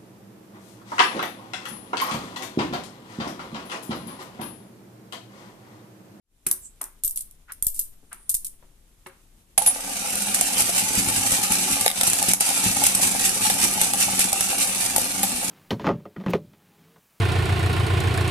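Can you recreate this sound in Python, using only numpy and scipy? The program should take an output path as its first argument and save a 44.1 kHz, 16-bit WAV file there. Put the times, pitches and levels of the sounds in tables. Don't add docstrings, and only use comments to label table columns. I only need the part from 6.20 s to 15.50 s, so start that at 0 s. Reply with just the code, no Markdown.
import sys
import numpy as np
from scipy import signal
from scipy.fft import rfft, irfft
from scipy.io import wavfile
from scipy.ndimage import uniform_filter1d

SR = 44100
rng = np.random.default_rng(int(sys.argv[2]) if len(sys.argv) > 2 else 0)


def put_to_file(sound):
    columns = np.atleast_2d(sound).T
    safe = np.clip(columns, -1, 1)
    whole_steps = np.round(safe * 32767)
    wavfile.write(sys.argv[1], SR, whole_steps.astype(np.int16))


N = 410130
TOP_HZ = 14200
TIME = np.arange(N) / SR
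FREQ = np.maximum(np.linspace(0, SR / 2, 4097), 1)

# start_s, level_db, chatter_s, ring_db
CLINKS = [(0.2658, -14, 0.0053, -8), (0.3123, -5.5, 0.0022, -2.5), (.614, -19.5, 0.0035, -10),
          (0.64, -21.5, 0.002, -8), (0.8357, -16, 0.0036, -3), (0.846, -17.5, 0.0062, 4),
          (0.864, -25, 0.0036, 7), (0.877, -17.5, 0.0039, 3), (.909, -19, 0.0015, 5),
          (0.958, -27.5, 0.01, 4), (0.974, -10.5, 0.0011, -7.5), (0.9822, -24, 0.00093, -6),
          (1.007, -25, 0.005, -9), (1.111, -32, 0.001, -15), (1.32, -27.5, 0.0041, -20),
          (1.4244, -9, 0.0017, 3), (1.467, -5, 0.0015, 4), (1.478, -32, 0.009, 6), (1.542, -36, 0.082, -13),
          (1.592, -17, 0.008, -2), (1.929, -26.5, 0.0022, -19), (2.0932, -15, 0.0094, 1.5),
          (2.142, -12.5, 0.0038, -1), (2.149, -10.5, 0.0023, -11), (2.246, -24, 0.009, -25),
          (2.267, -24.5, 0.0036, -20), (2.867, -39.5, 0.0049, -20)]
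# pitch_hz, level_db, t60_s
SMALL_COIN_MODES = [(8700, -14, .15), (9950, -11, .12), (12870, 0, .11), (13030, -2, .09), (13200, -9, .06)]
# freq_hz, gain_db
PLASTIC_SPECTRUM = [(100, -0.5), (800, -3), (1100, -5.5), (2500, 0), (4500, 0), (7000, 5.5), (9500, 13.5),
                    (11500, 8), (14000, -3.5)]
# centre_hz, width_hz, gain_db
DISH_RESONANCES = [(521.4, 48, 2.5), (709, 56, 3), (774, 53, 8.5), (855, 34, 9.5), (1190, 84, -1),
                   (1430, 640, -10)]
# centre_hz, width_hz, gain_db
BOX_RESONANCES = [(51.6, 20, -12.5), (107.4, 12, -3), (186.4, 8.6, 4), (211, 13, -5), (244.8, 16, -2),
                  (279, 5.7, 2.5), (364.4, 39, -9), (437, 6.4, -12)]


def undb(db):
    return 10 ** (np.asarray(db) / 20)


def unit(x):
    return x / np.sqrt(np.mean(x ** 2))


def span(start_s, t):
    return slice(int(start_s * SR), int(start_s * SR) + len(t))


def highpass(x, hz):
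    return signal.lfilter(*signal.butter(1, hz, "high", fs=SR), x)


def band(x, hz, width_hz):
    b, a = signal.iirpeak(min(hz, TOP_HZ), max(hz / width_hz, .8), fs=SR)
    return unit(signal.lfilter(b, a, signal.lfilter(b, a, x)))


def curve(points):
    hz, db = np.transpose(points)
    return undb(np.interp(np.log(FREQ), np.log(hz), db))


def resonances(rows):
    powers = (undb(2 * db) / (1 + ((FREQ / hz - hz / FREQ) * hz / width_hz) ** 2)
              for hz, width_hz, db in rows)
    return np.sqrt(sum(powers))


def colour(x, gain):
    cepstrum = irfft(np.log(gain / np.sqrt(np.mean(gain[FREQ < TOP_HZ] ** 2))))
    cepstrum[1:len(gain) - 1] *= 2
    cepstrum[len(gain):] = 0
    impulse = irfft(np.exp(rfft(cepstrum)))
    return signal.oaconvolve(x, impulse[None], axes=1)[:, :N]


def ring(x, modes):
    t = TIME[:SR // 2]
    tone = sum(undb(db - 60 * t / t60_s) * np.sin(2 * np.pi * hz * t) for hz, db, t60_s in modes)
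    return signal.fftconvolve(x, tone[None] / np.linalg.norm(tone), axes=1)[:, :N]


def wander(rate_hz):
    hold = max(int(SR / rate_hz), 1)
    steps = np.repeat(rng.standard_normal(N // hold + 1), hold)
    return unit(uniform_filter1d(steps, hold)[:N])


def swells(rows):
    out = np.zeros(N)
    for middle_s, db, half_s in rows:
        near = slice(*np.searchsorted(TIME, [middle_s - 4 * half_s, middle_s + 4 * half_s]))
        out[near] += db * np.exp(-((TIME[near] - middle_s) / half_s) ** 2)
    return out


def contacts(size, rate_hz, spread_db, lag_s=.00009):
    count = int(size * rate_hz / SR) + 1
    at = rng.integers(0, size, count)
    force = rng.choice([-1, 1], count) * undb(spread_db * rng.standard_normal(count))
    lags = np.rint(lag_s * SR * rng.standard_normal((2, count))).astype(int)
    return unit(np.array([np.bincount(np.clip(at + lag, 0, size - 1), force, size) for lag in lags]))


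def blows(rows, rate_hz, rise_s=.0005):
    out, t = np.zeros((len(rows[0]) - 2, 2, N + SR)), TIME[:SR // 8]
    for start_s, db, chatter_s, *copies_db in rows:
        fade = np.exp(-(t / chatter_s) ** 1.13) * (1 - np.exp(-t / rise_s))
        burst = contacts(len(t), rate_hz, spread_db=4) * fade
        burst *= np.linalg.norm(fade) / np.sqrt(np.sum(burst ** 2, axis=1, keepdims=True) + 1e-12)
        out[:, :, span(start_s, t)] += undb(db + np.array([0, *copies_db]))[:, None, None] * burst
    return out[:, :, :N]


def bounced(rows, gap_s, loss_db, count=2):
    out = list(rows)
    for (start_s, db, *rest), jitter in zip(rows, rng.standard_normal((len(rows), count))):
        delays_s = np.cumsum(gap_s * .75 ** np.arange(count) * np.exp(.2 * jitter))
        out += [(start_s + late_s, db - loss_db * k, *rest) for k, late_s in enumerate(delays_s, 1)]
    return out


def air():
    # freq_hz, gain_db
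    spectrum = [(15, -34), (25, 8.5), (40, -5), (96, -14), (257, -19), (511, -27.5), (1640, -32.5),
                (3630, -32), (4480, -35), (10200, -30), (14000, -35.5)]
    rumble = signal.lfilter(*signal.butter(1, 600, fs=SR), rng.standard_normal(N))
    hiss = highpass(rng.standard_normal((2, N)), 600)
    return colour(rumble + hiss, curve(spectrum)) * undb(-53.5 + 1.2 * wander(36))


def table_taps():
    # start_s, level_db, pitch_hz, ring_db
    taps = [(0.2634, -34, 150, -1), (0.2637, -33, 1800, 1), (0.313, -40, 1100, 6),
            (.611, -32.5, 1050, -2.5), (0.974, -42, 4440, -29), (1.828, -45, 200, -15),
            (1.925, -38, 1400, -13), (2.425, -51, 700, 7), (2.861, -34.5, 1270, 3.5)]
    # pitch_hz, level_db, t60_s
    table_modes = [(282, -1.5, 0.23), (365, 3, 0.2), (540, -6, 0.25), (1120, -2, .15), (1640, -13, .12)]
    rise_s, knock_s, tail_s = .0012, .0054, .05
    knocks, drive, t = np.zeros((2, N)), np.zeros((2, N)), TIME[:SR // 3]
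    fade = (np.exp(-t / knock_s) + undb(-13.5) * np.exp(-t / tail_s)) * (1 - np.exp(-t / rise_s))
    for start_s, db, hz, ring_db in taps:
        grit = contacts(len(t), 5000, spread_db=1.3)
        knocks[:, span(start_s, t)] += undb(db) * fade * band(grit, hz, width_hz=1.4 * hz)
        drive[:, span(start_s, t)] += undb(db + ring_db) * fade * grit
    return knocks + undb(-9) * ring(drive, table_modes)


def coin_heap():
    # freq_hz, gain_db
    spectrum = [(150, -40.5), (1000, -41), (3000, -18.5), (5500, -9), (7500, -2.5), (9000, 6.5),
                (10200, 6.5), (11800, -4.5), (13000, 6.5), (13800, -2.5), (14200, -20.5)]
    hits, drive = blows(bounced(CLINKS, gap_s=.016, loss_db=11.5), rate_hz=12000)
    return undb(3) * colour(hits, curve(spectrum)) + undb(-6.5) * ring(drive, SMALL_COIN_MODES)


def struck_coins(pitch_spread=.067):
    # pitch_hz, level_db, t60_s
    modes = [(7600, -22, .045), (9600, -13, .05)]
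    out, t = np.zeros((2, N)), TIME[:SR // 4]
    for start_s, db, *_ in CLINKS:
        detune = 1 + pitch_spread * rng.standard_normal()
        port_phase = np.pi * rng.standard_normal((2, 1))
        for hz, mode_db, t60_s in modes:
            tone = np.sin(2 * np.pi * hz * detune * t + port_phase)
            out[:, span(start_s, t)] += undb(db + mode_db - 60 * t / t60_s) * tone
    return out


def handling():
    # middle_s, level_db, half_length_s, pitch_hz
    slides = [(0.455, -42.5, 0.03, 7900), (1.306, -43.5, 0.018, 1540), (1.922, -43.5, 0.0065, 1400),
              (2.032, -56.5, 0.13, 9600)]
    # start_s, level_db
    thuds = [(0.849, -35.5), (1.425, -35), (1.469, -27.5), (2.147, -35.5)]
    rise_s, decay_s, thud_hz = .00043, .14, 8
    out = np.zeros((2, N))
    for middle_s, db, half_s, hz in slides:
        near = abs(TIME - middle_s) < 3 * half_s
        scrape = band(contacts(near.sum(), 4000, spread_db=2.1), hz, width_hz=850 + .08 * hz)
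        out[:, near] += undb(db) * scrape * np.exp(-((TIME[near] - middle_s) / half_s) ** 2)
    for start_s, db in thuds:
        t = TIME[:N - int(start_s * SR)]
        fade = (1 - np.exp(-t / rise_s)) * np.exp(-t / decay_s)
        out[:, span(start_s, t)] -= undb(db) * fade * np.cos(2 * np.pi * thud_hz * t)
    return out


def coin_drops():
    # start_s, level_db, chatter_s, large_coin_db, small_coin_db, boom_db, crack_db
    drops = [(3.3775, -9.5, 0.005, 10, -19, -2, -6.5), (3.4615, -17, 0.004, 21, -25, -13, -7),
             (3.471, -20.5, 0.013, 17.5, -25, -2, -8), (3.56, -36.5, 0.0023, -20, -23, 23, -8),
             (5.6615, -7.5, 0.0024, -22, -20, 8, 6.5), (5.679, -3, 0.0012, -14, -20, -15, 7.5),
             (5.811, -5, 0.0015, -16, -24, 0, 3), (5.833, -11, 0.0038, -5, -22, -12, -21),
             (7.2985, -14, 0.0052, -12, -12, 2.5, 2), (7.614, -5, 0.0026, -15, -22, -19, -10),
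             (8.7615, -8, 0.003, -12, -6, -14, -12), (8.781, -9.5, 0.002, -15, -4, 2.5, -17),
             (9.0305, -15, 0.009, -14, -8, -1.5, -4), (9.23, -39.5, 0.0085, -12, 5, 18.5, -10)]
    # pitch_hz, level_db, t60_s
    large_coin_modes = [(8800, -14, 0.092), (9330, -5, .1), (9830, 10, 0.072), (10430, 2, 0.098),
                        (11500, 4, 0.06)]
    # centre_hz, width_hz, gain_db
    rim_resonances = [(1470, 350, -0.5), (2100, 180, 4), (3680, 320, 5), (5230, 250, 3)]
    hits, large, small, boom, crack = blows(bounced(drops, gap_s=.037, loss_db=12.5), rate_hz=12000)
    clicks = undb(4.5) * colour(hits, curve(PLASTIC_SPECTRUM))
    coins = undb(-9.5) * ring(large, large_coin_modes) + undb(1) * ring(small, SMALL_COIN_MODES)
    dish = undb(-4.5) * colour(boom, resonances(DISH_RESONANCES))
    rim = undb(-6.5) * colour(crack, resonances(rim_resonances))
    return clicks + coins + dish + rim


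def levers(rise_s=.00086):
    # start_s, level_db, chatter_s
    snaps = [(3.9539, -18.5, 0.0036), (4.144, -16.5, 0.011), (4.2101, -8.5, 0.003), (4.405, -12.5, 0.0051),
             (4.4204, -9, 0.0015), (4.492, -17, 0.003), (5.118, -11.5, 0.003), (5.3196, -15, 0.0062),
             (5.6095, -14.5, 0.0037), (5.9313, -14, 0.0042), (5.874, -15, .006), (5.899, -13, 0.0021),
             (6.0256, -12.5, 0.0033), (6.1345, -3, 0.002), (6.146, -16, 0.0014), (6.207, -9, 0.0031),
             (6.2896, -14.5, 0.0034), (6.6373, -10.5, 0.0047), (6.6659, -6.5, 0.0035),
             (6.749, -11.5, 0.0046), (7.7348, -8, 0.0018), (7.9924, -11.5, 0.0038), (8.1289, -8.5, 0.0021),
             (8.2076, -10.5, 0.0036), (8.815, -17, .002)]
    # start_s, level_db, pitch_hz, t60_s
    clunks = [(3.379, -17.5, 777, 0.089), (3.416, -20.5, 847, 0.07), (4.212, -16.5, 742, 0.034),
              (4.393, -23.5, 832, 0.11), (4.493, -23.5, 700, 0.062), (5.048, -23, 807, 0.094),
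              (5.6615, -12, 550, 0.025), (6.019, -19, 822, 0.088), (6.309, -20.5, 793, 0.06),
              (6.62, -18.5, 850, 0.086), (6.797, -21, 750, 0.054), (6.949, -16, 810, 0.031),
              (7.25, -22, 855, 0.14), (7.307, -29, 824, 0.076), (7.578, -20.5, 840, 0.093),
              (7.7348, -19, 808, 0.067), (7.883, -17.5, 820, 0.048), (8.13, -17.5, 760, 0.05),
              (8.329, -22, 790, 0.075), (8.765, -18, 855, .05)]
    hits, = blows(snaps, rate_hz=10000)
    out = undb(6) * colour(hits, curve(PLASTIC_SPECTRUM))
    out += undb(-17) * colour(hits, resonances(DISH_RESONANCES))
    t = TIME[:SR // 4]
    for start_s, db, hz, t60_s in clunks:
        beating = np.sin(2 * np.pi * hz * t) + undb(-8.5) * np.sin(2 * np.pi * .88 * hz * t)
        out[:, span(start_s, t)] += undb(db - 60 * t / t60_s) * (1 - np.exp(-t / rise_s)) * beating
    return out


def motor():
    # time_s, gear_db, box_db
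    drive = [(3.57, -35, -52), (3.78, -30, -49.5), (4.05, -27.5, -46), (4.4, -26, -42.5),
             (4.92, -27.5, -41.5), (5.47, -25.5, -41.5), (5.63, -27, -45.5), (6.36, -24.5, -42.5),
             (6.6, -25, -41), (7.53, -26.5, -40.5), (8.82, -27, -44), (9.3, -29, -39.5)]
    # freq_hz, gain_db
    gear_spectrum = [(300, -13.5), (600, -56), (1050, -15), (1400, -10.5), (1900, -6), (2350, -6),
                     (3000, -10), (4200, -5), (6000, -3), (7000, -1.5), (8300, 2), (10300, 1.5),
                     (12200, -5), (13200, -6.5), (14000, -26.5)]
    # centre_hz, width_hz, gain_db
    shell_resonances = [(1390, 190, -4.5), (2360, 150, 3), (2700, 280, 1), (3047, 140, 0.5),
                        (3640, 330, -3), (4730, 250, -5), (5980, 330, 0)]
    # middle_s, boost_db, half_length_s
    hum_swells = [(4.03, 16.5, 0.14), (9.02, 19, 0.16)]
    start_s, rise_s = 3.385, .0062
    rotor_hz, shaft_hz, wheel_hz = 205, 88.3, 23.43
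    time_s, gear_db, box_db = np.transpose(drive)
    gear_db, box_db = np.interp(TIME, time_s, gear_db), np.interp(TIME, time_s, box_db)
    load_db, dip_db = cam_load(), rattle_dips()
    speed = 1 + .0209 * wander(9) - .013 * load_db
    angle = 2 * np.pi * np.cumsum(speed) / SR
    turn_db = .31 * np.cos(shaft_hz * angle) + .76 * np.cos(wheel_hz * angle)
    bunch = unit(undb(turn_db + wander(260) + .34 * wander(45)))

    gears = colour(contacts(N, 3000, spread_db=2.7) * bunch * gear_skips(), curve(gear_spectrum))
    gears *= undb(gear_db + load_db + dip_db)
    shell = colour(contacts(N, 1800, spread_db=2.5) * bunch, resonances(shell_resonances))
    shell *= undb(gear_db + 1.02 * load_db + dip_db - 8.5)
    dish = colour(contacts(N, 600, spread_db=2.76, lag_s=.0001) * bunch, resonances(DISH_RESONANCES))
    dish *= undb(.59 * gear_db + .37 * load_db + .5 * dip_db - 20.385)
    shake = contacts(N, 260, spread_db=4.6, lag_s=.00018) * bunch
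    shake *= undb(box_db + .19 * load_db + .5 * dip_db + 5.5)
    box = colour(shake, resonances(BOX_RESONANCES))
    hum = np.sin(rotor_hz * angle) * undb(-55.5 + swells(hum_swells) + 2 * wander(17))
    return (gears + shell + dish + box + hum) * np.clip((TIME - start_s) / rise_s, 0, 1)


def gear_skips(rate_hz=70, peak_s=.0014):
    count = int(rate_hz * N / SR)
    late, force = rng.random((count, 2)).T
    at = ((np.arange(count) + late) * N / count).astype(int)
    age = TIME[:SR // 25] / peak_s
    rasps = signal.oaconvolve(np.bincount(at, force ** 2, N), age * np.exp(1 - age))[:N]
    return unit(1 + undb(4) * rasps)


def cam_load(push_half_s=.028, swing_half_s=.0164, swing_after_s=.1):
    # push_s, push_db, swing_db
    strokes = [(4.388, 7.5, 2.5), (4.583, 7, 2), (4.786, 7, 6), (4.968, 5.5, 4.5), (5.138, 6, 4),
               (5.333, 5.5, 3.5), (5.523, 5, 3.5), (5.877, 4.5, 0.5), (6.105, 5, 1.5), (6.275, 2.5, 2.5),
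               (6.465, 5.5, 0.5), (6.655, 4, -1), (6.845, 7, 1), (7.049, 7, 0.5), (7.253, 7, 3.5),
               (7.435, 7.5, -0.5), (7.624, 6.5, -5.5), (7.821, 9.5, 2), (8.01, 7.5, -2.5), (8.21, 4.5, 5),
               (8.413, 7.5, 0), (8.62, 5, -2)]
    pushes = [(push_s, db, push_half_s) for push_s, db, _ in strokes]
    swings = [(push_s + swing_after_s, db, swing_half_s) for push_s, _, db in strokes]
    return swells(pushes + swings)


def jolts():
    # start_s, level_db, chatter_s
    thumps = [(4.772, -20, 0.025), (4.87, -26.5, 0.022), (4.965, -24.5, 0.023), (5.12, -28, 0.023),
              (5.305, -24, 0.014), (5.5, -26, 0.025), (6.083, -18, 0.012), (6.455, -21, 0.017)]
    # freq_hz, gain_db
    spectrum = [(120, 0.5), (190, -4), (400, -10.5)]
    hits, = blows(thumps, rate_hz=1500)
    return colour(np.array([hits[0], hits[0]]), resonances(BOX_RESONANCES) * curve(spectrum))


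def rattle_dips(edge_s=.0032):
    # start_s, end_s, level_db
    dips = [(5.677, 5.757, -11), (6.121, 6.201, -19)]
    dip_db = sum(db * ((TIME > start_s) & (TIME < end_s)) for start_s, end_s, db in dips)
    return uniform_filter1d(dip_db, int(edge_s * SR) + 1)


def reflections(x, decay_s, pose_s=.07):
    hop, t = int(pose_s * SR), TIME[:SR // 16]
    padded, out = np.pad(x, ((0, 0), (hop, 2 * hop))), np.zeros((2, N + SR))
    window = np.sin(np.pi * np.arange(2 * hop) / (2 * hop))
    for start in range(0, N + hop, hop):
        pattern = rng.standard_normal((2, len(t))) * np.exp(-t / decay_s) * (t > .0006)
        piece = padded[:, start:start + 2 * hop] * window
        echo = signal.fftconvolve(piece, pattern / np.linalg.norm(pattern[0]), axes=1)
        out[:, start:start + echo.shape[1]] += echo
    return highpass(out[:, hop:hop + N], 1100)


def room(x, tail_db, t60_s):
    t = TIME[:SR // 2]
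    tail = highpass(rng.standard_normal((2, len(t))) * undb(-60 * t / t60_s), 1100)
    return x + undb(tail_db) * signal.oaconvolve(x, tail / np.linalg.norm(tail[0]), axes=1)[:, :N]


def scene():
    left_lag_s = .00012
    gears = motor()
    left, right = coin_drops() + levers() + jolts() + gears + reflections(gears, decay_s=.008)
    toy = np.array([np.roll(left, round(left_lag_s * SR)), right])
    near = coin_heap() + struck_coins() + handling() + table_taps() + toy
    near += undb(-10) * reflections(near, decay_s=.012)
    return room(near, tail_db=-11, t60_s=.29) + air()


def record(dry):
    # freq_hz, left_minus_right_db
    ports = [(100, 4), (200, 4), (400, 4.5), (900, 2.5), (2500, 0.5), (5000, 0), (7500, -5.5), (8800, -6.5),
             (10300, 4.5), (13000, 2)]
    fade_in_s = .27
    sides = [colour(side[None], curve(ports) ** power)[0] for side, power in zip(dry, (.5, -.5))]
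    sound = np.array(sides) * np.clip(TIME / fade_in_s, 0, 1) ** 2
    lowpass = signal.ellip(8, .2, 70, TOP_HZ, fs=SR, output="sos")
    return signal.sosfilt(lowpass, np.tanh(sound))


dry = scene()
out = record(dry)
put_to_file(out)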